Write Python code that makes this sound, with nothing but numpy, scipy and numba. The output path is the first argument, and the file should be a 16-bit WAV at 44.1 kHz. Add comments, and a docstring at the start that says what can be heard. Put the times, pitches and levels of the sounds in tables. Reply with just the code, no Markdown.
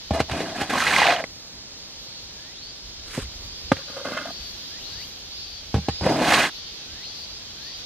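"""Shovelling wet mortar among cicadas

A steel shovel knocks and scrapes along a plastic tub of wet mortar, tips a load into a bucket and is wiped on its rim.
Slipping sand grains are uneven random clicks that ring blade and plastic as decaying modes; blows are short pushes
into the same kind of modes. Near cicadas are stacks of drum partials shaped by a belly resonance, with thin whistles
beside them. The far chorus, meadow hush, insect sizzle and wind puffs on the microphone are shaped noise."""
import sys
import numpy as np
from scipy import signal
from scipy.fft import rfft, irfft
from scipy.io import wavfile
from scipy.ndimage import uniform_filter1d
from numba import njit

SR = 44100
rng = np.random.default_rng(int(sys.argv[2]) if len(sys.argv) > 2 else 0)


def wav_out(sig):
    """Save sig, one row per channel (or a flat mono array), as 16-bit PCM at SR to the path in sys.argv[1]."""
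    wavfile.write(sys.argv[1], SR, np.round(np.clip(np.atleast_2d(sig).T, -1, 1) * 32767).astype(np.int16))


N = 346185
SIDES = np.array([[1], [-1]])  # a side signal adds on the left and subtracts on the right
DRUM_HZ = 168  # typical click rate of one cicada drum

# Tub walls sounding as a drum. Each row: mode in Hz, drive in dB, free ring t60 in s.
TUB_BOOM = [(75, -4.5, 0.26), (120, -2.5, 0.112), (159.5, -5, 0.13), (198.6, -5, 0.08)]
# Ringing modes of the bucket wall. Each row: mode in Hz, drive in dB, free ring t60 in s.
BUCKET = [(270, 5, 0.059), (420, -2, 0.1), (540, 1, 0.077), (874, 2.5, 0.034), (1096, -8.5, 0.047),
          (1222, -6, 0.072), (1432, -1.5, 0.032), (1594, -1, 0.025), (2074, -11.5, 0.071),
          (2610, -9.5, 0.03), (3160, -9, 0.022), (3900, -14, 0.015)]
# The bucket sounding as a drum. Each row: mode in Hz, drive in dB, free ring t60 in s.
BUCKET_BOOM = [(92.5, 7, 0.21), (150, 12.5, 0.078)]


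def undb(db):
    """Gain of a dB value."""
    return 10 ** (np.asarray(db) / 20)


def unit(x):
    """Scale to rms 1."""
    return x / np.sqrt(np.mean(x ** 2))


def curves(spans):
    """Table columns drawn as lines over every sample, and a soft gate that is open inside the spans."""
    t = np.arange(N) / SR
    rows = np.vstack(spans)
    is_open = sum((t > span[0][0]) & (t < span[-1][0]) for span in spans)
    gate = uniform_filter1d(1. * is_open, size=400)
    return gate, [np.interp(t, rows[:, 0], column) for column in rows.T[1:]]


def band(x, lo_hz, hi_hz):
    """Butterworth band-pass."""
    sos = signal.butter(2, [lo_hz, min(hi_hz, .45 * SR)], "band", fs=SR, output="sos")
    return signal.sosfilt(sos, x)


def ring(x, modes):
    """A struck body: each mode is a decaying sine, and their signs alternate."""
    total = 0
    for k, (hz, db, t60) in enumerate(modes):
        pole = np.exp(2j * np.pi * hz / SR - np.log(1000) / (t60 * SR))
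        total = total + (-1) ** k * undb(db) * signal.lfilter([1], [1, -pole], x).imag
    return total


@njit
def svf(x, hz, width):
    """State-variable band-pass whose centre and width in Hz may move every sample."""
    y, b, l = np.empty(len(x)), 0., 0.  # output, band state, low-pass state
    for i in range(len(x)):
        g, k = np.tan(np.pi * hz[i] / SR), width[i] / hz[i]
        v = (b + g * (x[i] - l)) / (1 + g * (g + k))
        b, l, y[i] = 2 * v - b, l + 2 * g * v, k * v
    return y


def walk(rate):
    """Random levels held 1 / rate s and slewed twice; rms 1."""
    k = int(SR / rate)
    steps = np.repeat(rng.standard_normal(N // k + 1), k)
    slewed = uniform_filter1d(uniform_filter1d(steps, k), k)
    return unit(slewed[:N])


def coloured(points, strand_db=0):
    """Noise with the given spectrum and optional narrow ridges at the multiples of the drum rate; rms 1."""
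    hz, db = np.transpose(points)
    f = np.arange(1, N // 2 + 2) * SR / N
    ridges_db = strand_db * np.cos(np.pi * f / DRUM_HZ) ** 40
    gain = undb(np.interp(np.log(f), np.log(hz), db) + ridges_db)
    return unit(irfft(rfft(rng.standard_normal(N)) * gain, N))


def grains(rate, spread_db, stick_db):
    """Sand grains that catch and slip: clicks of very uneven size, louder in bunches; rate per s."""
    hardness = np.minimum(rng.exponential(size=N), 4)
    size = undb(spread_db * hardness + stick_db * walk(120))
    slips = rng.random(N) < rate / SR
    return unit(slips * size * rng.choice([-1, 1], N) + 1e-9)


def rub(sand, modes):
    """Grains catch at different spots, so every mode is kicked at its own moments."""
    return unit(sum(ring(np.roll(sand, rng.integers(N)), [mode]) for mode in modes))


def bursts(rows):
    """Quick attack, a sagging hold and a release for each (start s, length s, dB)."""
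    attack_s, release_s, sag_db = 0.0078, 0.021, -4
    t = np.arange(N) / SR
    total = 0
    for s, length, db in rows:
        hold = undb(db + sag_db * np.clip((t - s) / length, 0, 1))
        attack = np.clip((t - s) / attack_s, 0, 1)
        release = np.clip(1 + (s + length - t) / release_s, 0, 1)
        total = total + hold * attack * release
    return total


def scrape():
    """Grains slipping under the dragged edge shake the tub, ring the mortar-loaded blade and hiss."""
    # The drag, one list a stroke. Each row: time in seconds, grit level in dB,
    # tub rumble against the grit in dB (high when slow and heavy).
    strokes = [
        [(0.125, -54, 8), (0.139, -30.5, -1.5), (0.19, -39, 3.5), (0.199, -28, -3), (0.213, -43, 5.5),
         (0.255, -58, 7)],
        [(0.28, -49, 1), (0.314, -34.5, 1.5), (0.42, -35.5, 2.5), (0.544, -46, 3.5), (0.564, -34.5, -1.5),
         (0.592, -36.5, 2.5), (0.618, -25.5, -12.5), (0.666, -43, -3), (0.69, -36.5, -4)],
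        [(0.695, -29, -1), (0.701, -26.5, -15), (0.737, -28, 0), (0.809, -23, -18.5), (0.83, -24, -15.5),
         (0.88, -24, -16.5), (0.96, -21.5, -15), (0.985, -19, -13.5), (1.035, -17.5, -22), (1.073, -18, -21),
         (1.143, -23.5, -18), (1.165, -32.5, -15.5), (1.205, -31.5, -14), (1.235, -42, -7)],
        [(6.01, -42.5, 8.5), (6.066, -29.5, 11), (6.085, -32.5, 4), (6.11, -32, 14), (6.14, -35, 7.5),
         (6.204, -31, 7), (6.254, -23.5, -4.5), (6.34, -17, -12), (6.394, -18.5, -10), (6.456, -22.5, -14),
         (6.5, -38.5, -8)],
    ]
    # The more mortar lies on the blade, the broader its ring. Each row: time in seconds, ring width in Hz.
    damping = [(.1, 25), (.19, 30), (.3, 91), (.6, 60), (.9, 150), (1.1, 90), (6.0, 236)]
    # Modes of the steel blade. Each row: mode in Hz, drive in dB, t60 in s under the sand.
    blade = [(1070, 2, 0.019), (1279, -0.5, 0.023), (1500, -8.5, 0.064), (1623, 1.5, 0.025),
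             (1750, 2.5, 0.014), (2040, 8, 0.0098), (2484, 1, 0.022), (2860, 3, 0.0097), (3335, -5, 0.021),
             (4030, 9, 0.0028), (6100, -6.5, 0.0051)]
    # The blade in the mortar. Seconds when it starts to sink, is covered, is lifted.
    buried_s = (0.97, 1.076, 1.7)
    buried_ring_db, buried_ring_hz, buried_sand_db = 6, -150, -24  # what the cover changes
    ring_base_db, ring_per_rumble = 1, 0.64  # blade ring against the grit; slower strokes ring more
    ring_base_hz, ring_hz_per_db = 688, -9  # and ring lower
    ring_loss_db = -6  # per doubling of the ring's width, up to 60 Hz
    sand_db = -11.5  # fine hiss against the grit
    lump_db = 1.2  # lumps of mortar make the drag uneven
    bare_s, bare_ring = .26, 5.7  # the blade is clean until then, and its modes ring this many times longer

    gate, (grit_db, rumble_db) = curves(strokes)
    t = np.arange(N) / SR
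    buried = np.interp(t, buried_s[:2], [0, 1]) * (t < buried_s[2])
    width = np.interp(t, *np.transpose(damping))
    ring_db = ring_base_db + ring_per_rumble * rumble_db + buried_ring_db * buried
    ring_db = ring_db + ring_loss_db * np.log2(np.minimum(width / 60, 1))
    ring_hz = np.clip(ring_base_hz + ring_hz_per_db * rumble_db + buried_ring_hz * buried, 400, 1100)

    coarse, fine = grains(1300, 2.9, 2.4), grains(5000, 2.96, 0.87)
    tub = rub(fine, TUB_BOOM[2:] + [(248.4, 0.0, 0.072), (302, 6.0, 0.05), (399.6, -8.5, 0.15)])
    # mortar on the blade shifts its lowest ring
    lowest = svf(coarse + 0.87 * buried * fine, ring_hz, width)
    loaded = unit(band(lowest, 445, 986) / np.sqrt(width)) + 0.56 * unit(band(fine, 500, 1000))
    bare = rub(fine, [(hz, db, bare_ring * t60) for hz, db, t60 in blade])
    grit = np.where(t < bare_s, bare, rub(coarse, blade)) + .3 * unit(band(fine, 1200, 4500))
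    sand = unit(band(grains(12000, 4.2, 0.5), 2000, 8400))

    mix = undb(rumble_db) * tub + undb(ring_db) * loaded + grit
    mix = mix + undb(sand_db + buried_sand_db * buried) * sand
    return gate * undb(grit_db + lump_db * walk(130)) * mix


def snags():
    """The edge snags: a tick, then a short ping that beats with a neighbouring mode. Early on, stones in the
    mix catch the dragged blade; from 3.2 to 4.2 s the pings ring the bucket and its rim as the load is tipped
    and the blade wiped."""
    # Snags: stones catching the blade, and from 3.2 to 4.2 s pings of the bucket and its rim. Each row: start
    # in seconds, ping peak in dB, ring in Hz.
    catches = [(0.755, -17, 1040), (0.782, -13, 1590), (0.804, -10.5, 1610), (0.847, -16.5, 1300),
               (0.868, -11.5, 1950), (0.888, -16, 2280), (0.938, -13, 2340), (0.963, -6, 2110),
               (1.017, -8, 833), (1.03, -9.5, 1900), (1.055, -12, 756), (1.068, -8, 2320),
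               (1.085, -7.5, 688), (1.163, -18.5, 3000), (1.24, -19.5, 2070), (3.255, -38, 2100),
               (3.967, -30.5, 512), (4.053, -23, 570), (4.176, -21, 1500), (6.066, -17, 523),
               (6.109, -20, 700), (6.187, -21, 557), (6.326, -15, 1500)]
    cycles, tick_db, rise_s = 24, -10.5, 0.0023  # cycles to fall 60 dB; tick against ping; the edge loads up
    out = np.zeros(N)
    t = np.arange(int(.05 * SR)) / SR
    for s, db, hz in catches:
        pair = np.sin(2 * np.pi * hz * t) + 0.5 * np.sin(2 * np.pi * 1.1 * hz * t)
        ping = (1 - np.exp(-t / rise_s)) * np.exp(-np.log(1000) * t * hz / cycles) * pair
        tick = band(rng.standard_normal(len(t)) * t * np.exp(-t / 0.00096), 900, 4800)
        i = int(s * SR)
        out[i:i + len(t)] += undb(db) * (ping / np.abs(ping).max() + undb(tick_db) * tick / np.abs(tick).max())
    return out


def blows(table, body, boom, contact_ms=0.33):
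    """Each blow pushes for a moment, ringing walls and drum, and crushes some grit."""
    out = np.zeros(N)
    t = np.arange(int(.3 * SR)) / SR
    push = np.sin(np.pi * np.clip(t * 1000 / contact_ms, 0, 1))

    def at_this_spot(modes, share):
        """Every spot favours other modes; a blade left resting on the plastic shortens the ring."""
        return [(hz, db + 3 * rng.standard_normal(), t60 * share) for hz, db, t60 in modes]

    for s, peak_db, boom_db, crack_db, free in table:
        share = max(free, .1)
        struck = band(ring(push, at_this_spot(body, share)), 123, 8000)
        drum = ring(push, at_this_spot(boom, share))
        crush = rng.standard_normal(len(t)) * np.minimum(t / 0.0019, 1) * np.exp(-t / (0.015 * share))
        crack = band(band(crush, 650, 3540), 780, 17000)
        i = int(s * SR)
        for db, part in ((peak_db, struck), (boom_db, drum), (crack_db, crack)):
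            out[i:i + len(t)] += undb(db) * part / np.abs(part).max()
    return out


def tub_blows():
    """The shovel knocks on the plastic tub, ringing its walls."""
    # Each row: start in seconds, wall peak in dB, boom peak in dB, crack peak in dB, share of the free ring time.
    knocks = [(0.107, -10, -13.5, -26.5, 0.91), (0.201, -5, -20, -13.5, 0.65), (0.296, -23, -31, -23, 0.19),
              (0.312, -25, -20, -21, 0.81), (0.403, -14, -48, -21, 0.69), (0.615, -13.5, -31, -39, 0.45),
              (0.703, -18.5, -45, -29, 0.9), (1.239, -19.5, -61, -28.5, 0.49),
              (5.741, -10.5, -9.5, -20.5, 0.91), (5.759, -16, -14.5, -30.5, 1), (5.779, -22, -17.5, -34, 1),
              (5.884, -8, -18, -19.5, 0.75), (6.01, -19, -17.5, -30, 0.53)]
    # Ringing modes of the tub wall. Each row: mode in Hz, drive in dB, free ring t60 in s.
    wall_modes = [(268, 14, 0.021), (463, 8.5, 0.063), (610, 9.5, 0.031), (806, 8, 0.063),
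                  (1090, -2.5, 0.059), (1980, -25, 0.012), (2680, -21, .03)]
    return blows(knocks, wall_modes, TUB_BOOM)


def bucket_blows():
    """The shovel knocks on the bucket, ringing its walls."""
    # Each row: start in seconds, wall peak in dB, boom peak in dB, crack peak in dB, share of the free ring time.
    knocks = [(3.717, -2.5, -18, -14, 0.58), (3.766, -35, -40, -27.5, 0.77), (3.899, -32.5, -53, -41, 0.53),
              (4.053, -25, -49, -30.5, 0.91), (4.085, -25.5, -48, -39, 0.6), (4.12, -20, -43, -26, 0.15)]
    return blows(knocks, BUCKET, BUCKET_BOOM)


def load_lands():
    """The soft load lands in the bucket: a longer contact makes a duller push."""
    # Each row: start in seconds, wall peak in dB, boom peak in dB, crack peak in dB, share of the free ring time.
    thuds = [(3.176, -18, -24, -34, 0.44), (3.184, -20, -35, -32, 0.72)]
    return blows(thuds, BUCKET, BUCKET_BOOM, contact_ms=1.1)


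def slide():
    """The load pours off the blade with a wet sandy rush of grains."""
    # Mortar sliding off the blade. Each row: time in seconds, level in dB.
    pour = [(3.05, -54), (3.118, -42), (3.138, -35), (3.178, -34), (3.245, -48)]
    gate, (db,) = curves([pour])
    sand = grains(3000, 3, 2.5)
    rush = unit(band(sand, 950, 3750))
    rush = rush + 0.44 * unit(band(sand, 2800, 8500)) + 0.27 * unit(band(sand, 180, 600))
    return gate * undb(db) * rush


def wipe():
    """The edge catches and judders over the bucket rim, ringing it, and the wall rumbles under the blade."""
    # Each row: start in seconds, length in seconds, rim ring in dB, high ring in dB, rim ring in Hz.
    strokes = [(3.747, 0.071, -46, -44.5, 540), (3.875, 0.083, -45.5, -46, 567),
               (3.961, 0.065, -34.5, -40.5, 523), (4.044, 0.026, -31, -31, 567),
               (4.079, 0.036, -39, -34, 540), (4.124, 0.051, -34.5, -33, 578),
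               (4.167, 0.029, -36.5, -28.5, 620), (4.208, 0.028, -43, -34, 595),
               (4.249, 0.05, -36, -38.5, 673)]
    # The blade leans on the bucket wall. One row: start in seconds, length in seconds, rumble in dB.
    lean = (4.05, 0.256, -40)
    splash_db = -20.5  # sand splashing off, against the high ring
    judder = grains(1000, 3.2, 3)
    rows = np.array(strokes)
    middle_s = rows[:, 0] + rows[:, 1] / 2
    rim_hz = np.interp(np.arange(N) / SR, middle_s, rows[:, 4])
    width = np.full(N, 35.)  # Hz
    wall = rub(judder, BUCKET[:1])
    rim = unit(svf(judder, rim_hz, width))
    high = rub(judder, BUCKET[4:]) + undb(splash_db) * unit(band(judder, 1900, 7100))
    return bursts([lean]) * wall + bursts(rows[:, :3]) * rim + bursts(rows[:, [0, 1, 3]]) * high


def ports(near):
    """The work lies a little to the right; reflections off tub and ground differ at the two microphone ports."""
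    t = np.arange(int(.05 * SR)) / SR
    echoes = unit(rng.standard_normal(len(t)) * np.exp(-t / .012)) / np.sqrt(len(t))
    scatter = signal.fftconvolve(near, echoes)[:N]
    side = undb(-6.5) * band(scatter, 3400, 15000) + undb(-16.5) * band(scatter, 270, 1700)
    side = side - 0.034 * near - 0.14 * band(near, 820, 12000)
    return near + side * SIDES


def notes():
    """Two drums click in turn and in opposite sense, so odd partials lead; the belly picks out a band."""
    # Notes of the near cicadas. Each row: start in seconds, end in seconds, belly in Hz held, level in dB.
    calls = [(1.96, 2.228, 4200, -53), (2.58, 3.097, 5050, -58), (3.42, 3.72, 4870, -52),
             (3.72, 3.967, 4540, -46.5), (4.0, 4.175, 4870, -53), (4.27, 4.527, 4540, -43),
             (4.53, 4.8, 3670, -52), (4.56, 4.82, 4870, -52), (4.831, 5.07, 4540, -41),
             (5.303, 5.464, 4870, -47.5), (5.36, 5.626, 4540, -42.5), (5.875, 6.182, 4870, -44.5),
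             (6.53, 6.723, 4630, -45), (6.74, 7.053, 3860, -61), (7.02, 7.274, 4540, -41),
             (7.27, 7.4, 5000, -50), (7.6, 7.786, 4705, -42)]
    # The nearest cicadas. Each row: belly in Hz held, belly in Hz at the start of a note, side share.
    singers = [(3860, 3100, -0.5), (4200, 3200, -2.4), (4540, 3500, 0.7), (4870, 3700, -2.5)]
    blur = .5  # the drums drift off their beat (rms radians at the 27th partial)
    out = np.zeros((2, N))
    k = np.arange(15, 41)[:, None]  # partial numbers
    unsteady = walk(50)
    for start, end, hold_hz, db in calls:
        _, from_hz, side = min(singers, key=lambda singer: abs(singer[0] - hold_hz))
        t = np.arange(int((end - start) * SR)) / SR
        i = int(start * SR)
        rate_hz = hold_hz / (2 * round(hold_hz / DRUM_HZ / 2 - .5) + 1)  # the held note is an odd partial
        partial_hz = k * rate_hz
        belly_hz = hold_hz + (from_hz - hold_hz) * np.exp(-t / 0.029)
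        luck = rng.standard_normal((len(k), 3))
        drum = undb(-12 + 3 * luck[:, :1]) / (1 + ((partial_hz - 4200) / 1100) ** 2)
        belly = 1 / (1 + ((partial_hz - belly_hz) / 230) ** 2)
        gain = (belly + drum) * undb(-7 * (k % 2 == 0))
        phase = 2 * np.pi * (partial_hz * (t + 0.00681 * t ** 2 / t[-1]) + luck[:, 2:])  # drums speed up a little
        phase = phase + k / 27 * blur * unsteady[i:][:len(t)]
        waver = undb(2.5 * np.sin(2 * np.pi * 8 * luck[:, 1:2] * t + 3 * luck[:, 2:]))
        shape = np.clip(t / 0.018, 0, 1) * np.clip((t[-1] - t) / 0.024, 0, 1)
        mid = (gain * waver * np.sin(phase)).sum(axis=0)
        wide = side * (gain * np.sin(phase + luck[:, 1:2])).sum(axis=0)  # echoes turn each partial its own way
        out[:, i:i + len(t)] += undb(db) * shape * np.array([mid + wide, mid - wide]) / mid.std()
    return out


def swings():
    """A thin whistle creeps up to a knee, then leaps toward the belly note, swells and throbs."""
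    # Each row: start in seconds, knee in seconds, end in seconds, first pitch in Hz, level in dB before the swell.
    whistles = [(2.35, 2.525, 2.72, 1620, -59), (4.68, 4.79, 4.85, 1550, -57),
                (4.9, 5.015, 5.055, 1540, -55.5), (5.8, 5.95, 5.99, 1500, -58.5),
                (6.86, 7.03, 7.068, 1480, -58), (7.55, 7.715, 7.76, 1500, -58)]
    knee_hz, leap_hz, leap_s = 2050, 4800, .06  # pitch at the knee; pitch aimed at and time constant of the leap
    buzz = 1.5  # depth of the drum's throb at a full leap
    out = np.zeros(N)
    for start, knee, end, from_hz, db in whistles:
        t = np.arange(start, end, 1 / SR)
        leap = 1 - np.exp(-np.maximum(t - knee, 0) / leap_s)
        creep = np.interp(t, [start, knee], [0, 1]) ** 1.6
        hz = from_hz + (knee_hz - from_hz) * creep + (leap_hz - knee_hz) * leap
        fades = np.clip(np.minimum((t - start) / .04, (end - t) / .01), 0, 1)
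        swell = undb(np.interp(t, [start, knee], [3, 7]) + 8 * leap)
        throb = 1 + buzz * leap * np.cos(2 * np.pi * DRUM_HZ * t)
        i = int(start * SR)
        out[i:i + len(t)] += undb(db) * fades * swell * np.sin(2 * np.pi * np.cumsum(hz) / SR) * throb
    return out * undb(2 * walk(150))


def far_chorus():
    """Far cicadas from all sides: noise in which their drum partials stand out as thin strands."""
    # Chorus spectrum. Each row: frequency in Hz, relative density in dB per Hz.
    spectrum = [(1060, -12.5), (1800, -10), (2900, -3), (3190, 2), (4680, 2.5), (6660, -9), (7500, -65),
                (9750, -115)]
    # Swell of the chorus, in three lists. Each row: time in seconds, level in dB.
    swell = [
        [(0, -41), (.7, -41.5)],
        [(1.34, -68), (1.7, -51.5), (1.96, -45), (3.51, -43.5), (3.72, -39.5), (4.44, -39), (5.2, -42),
         (5.7, -41)],
        [(6.55, -38), (6.686, -38.5), (7.538, -41.5), (7.85, -37.5)],
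    ]
    strand_db = 11  # ridge height
    chorus_db = curves(swell)[1][0]
    middle, side = coloured(spectrum, strand_db), coloured(spectrum, strand_db)
    return undb(chorus_db) * (0.63 * middle + 0.61 * SIDES * side)


def hush():
    """Meadow hush: steady coloured noise, middle and side, that sways slowly together."""
    # Hush spectrum in the middle. Each row: frequency in Hz, relative density in dB per Hz.
    mid_spectrum = [(15, -31), (25, -6.5), (85, -2), (549, -9.5), (1250, -15.5), (2930, -14.5),
                    (3880, -10.5), (4910, -15.5), (7000, -20), (9100, -61), (15400, -120)]
    # Hush spectrum at the sides. Each row: frequency in Hz, relative density in dB per Hz.
    side_spectrum = [(15, -72), (25, -53), (204, -13), (376, -16), (499, -15), (1870, -27), (4580, 0),
                     (7000, -10.5), (9100, -22.5), (15400, -120)]
    mid_db, side_db, sway_db = -47.5, -42, .8
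    steady = undb(mid_db) * coloured(mid_spectrum) + undb(side_db) * SIDES * coloured(side_spectrum)
    return steady * undb(sway_db * walk(3.96))


def insect_sizzle():
    """High sizzle of small insects: wide treble noise whose middle flickers."""
    # Each row: time in seconds, level in dB.
    level = [(0, -63), (2.5, -67), (4.2, -58.5), (5.5, -62.5), (7.8, -62)]
    # Sizzle spectrum. Each row: frequency in Hz, relative density in dB per Hz.
    spectrum = [(7000, -6), (9030, -13.5), (12800, -0.5), (14600, -9), (15600, -8.5)]
    sizzle_db = curves([level])[1][0]
    middle = undb(2.5 * walk(25)) * coloured(spectrum)
    return undb(sizzle_db) * (middle + 2.4 * SIDES * coloured(spectrum))


def wind_puffs():
    """Wind puffs on the microphone: fluttering low noise that swells with every gust."""
    # Each row: middle in seconds, half length in seconds, level in dB.
    gusts = [(2.98, 0.16, -42.5), (3.35, 0.23, -43), (3.694, 0.047, -34.5), (4.4, 0.11, -48.5),
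             (4.967, 0.065, -42), (5.552, 0.26, -51.5), (6.938, 0.091, -54)]
    air_db = -58.5  # light air between the gusts
    t = np.arange(N) / SR
    wind = undb(air_db) + sum(undb(db) * np.exp(-((t - s) / half) ** 2) for s, half, db in gusts)
    puffs = [unit(band(rng.standard_normal(N), 34.0, 78.5) * undb(3.7 * walk(22))) for _ in range(2)]
    return wind * (puffs[0] + 0.11 * SIDES * puffs[1])


def scene():
    """Work in front, insects and wind around."""
    work = scrape() + snags() + tub_blows() + bucket_blows() + load_lands() + slide() + wipe()
    work = ports(band(work, 55, 16500))
    whistles = swings() * np.array([[1.2], [.8]])  # a little to the left
    field = far_chorus() + hush() + insect_sizzle() + wind_puffs()
    return work + notes() + whistles + field * np.array([[.94], [1.06]])


def record(dry):
    """A steep elliptic low-pass cuts the top."""
    top_hz = 15450
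    return signal.sosfilt(signal.ellip(10, .2, 80, top_hz, fs=SR, output="sos"), dry)


dry = scene()
out = record(dry)
wav_out(out)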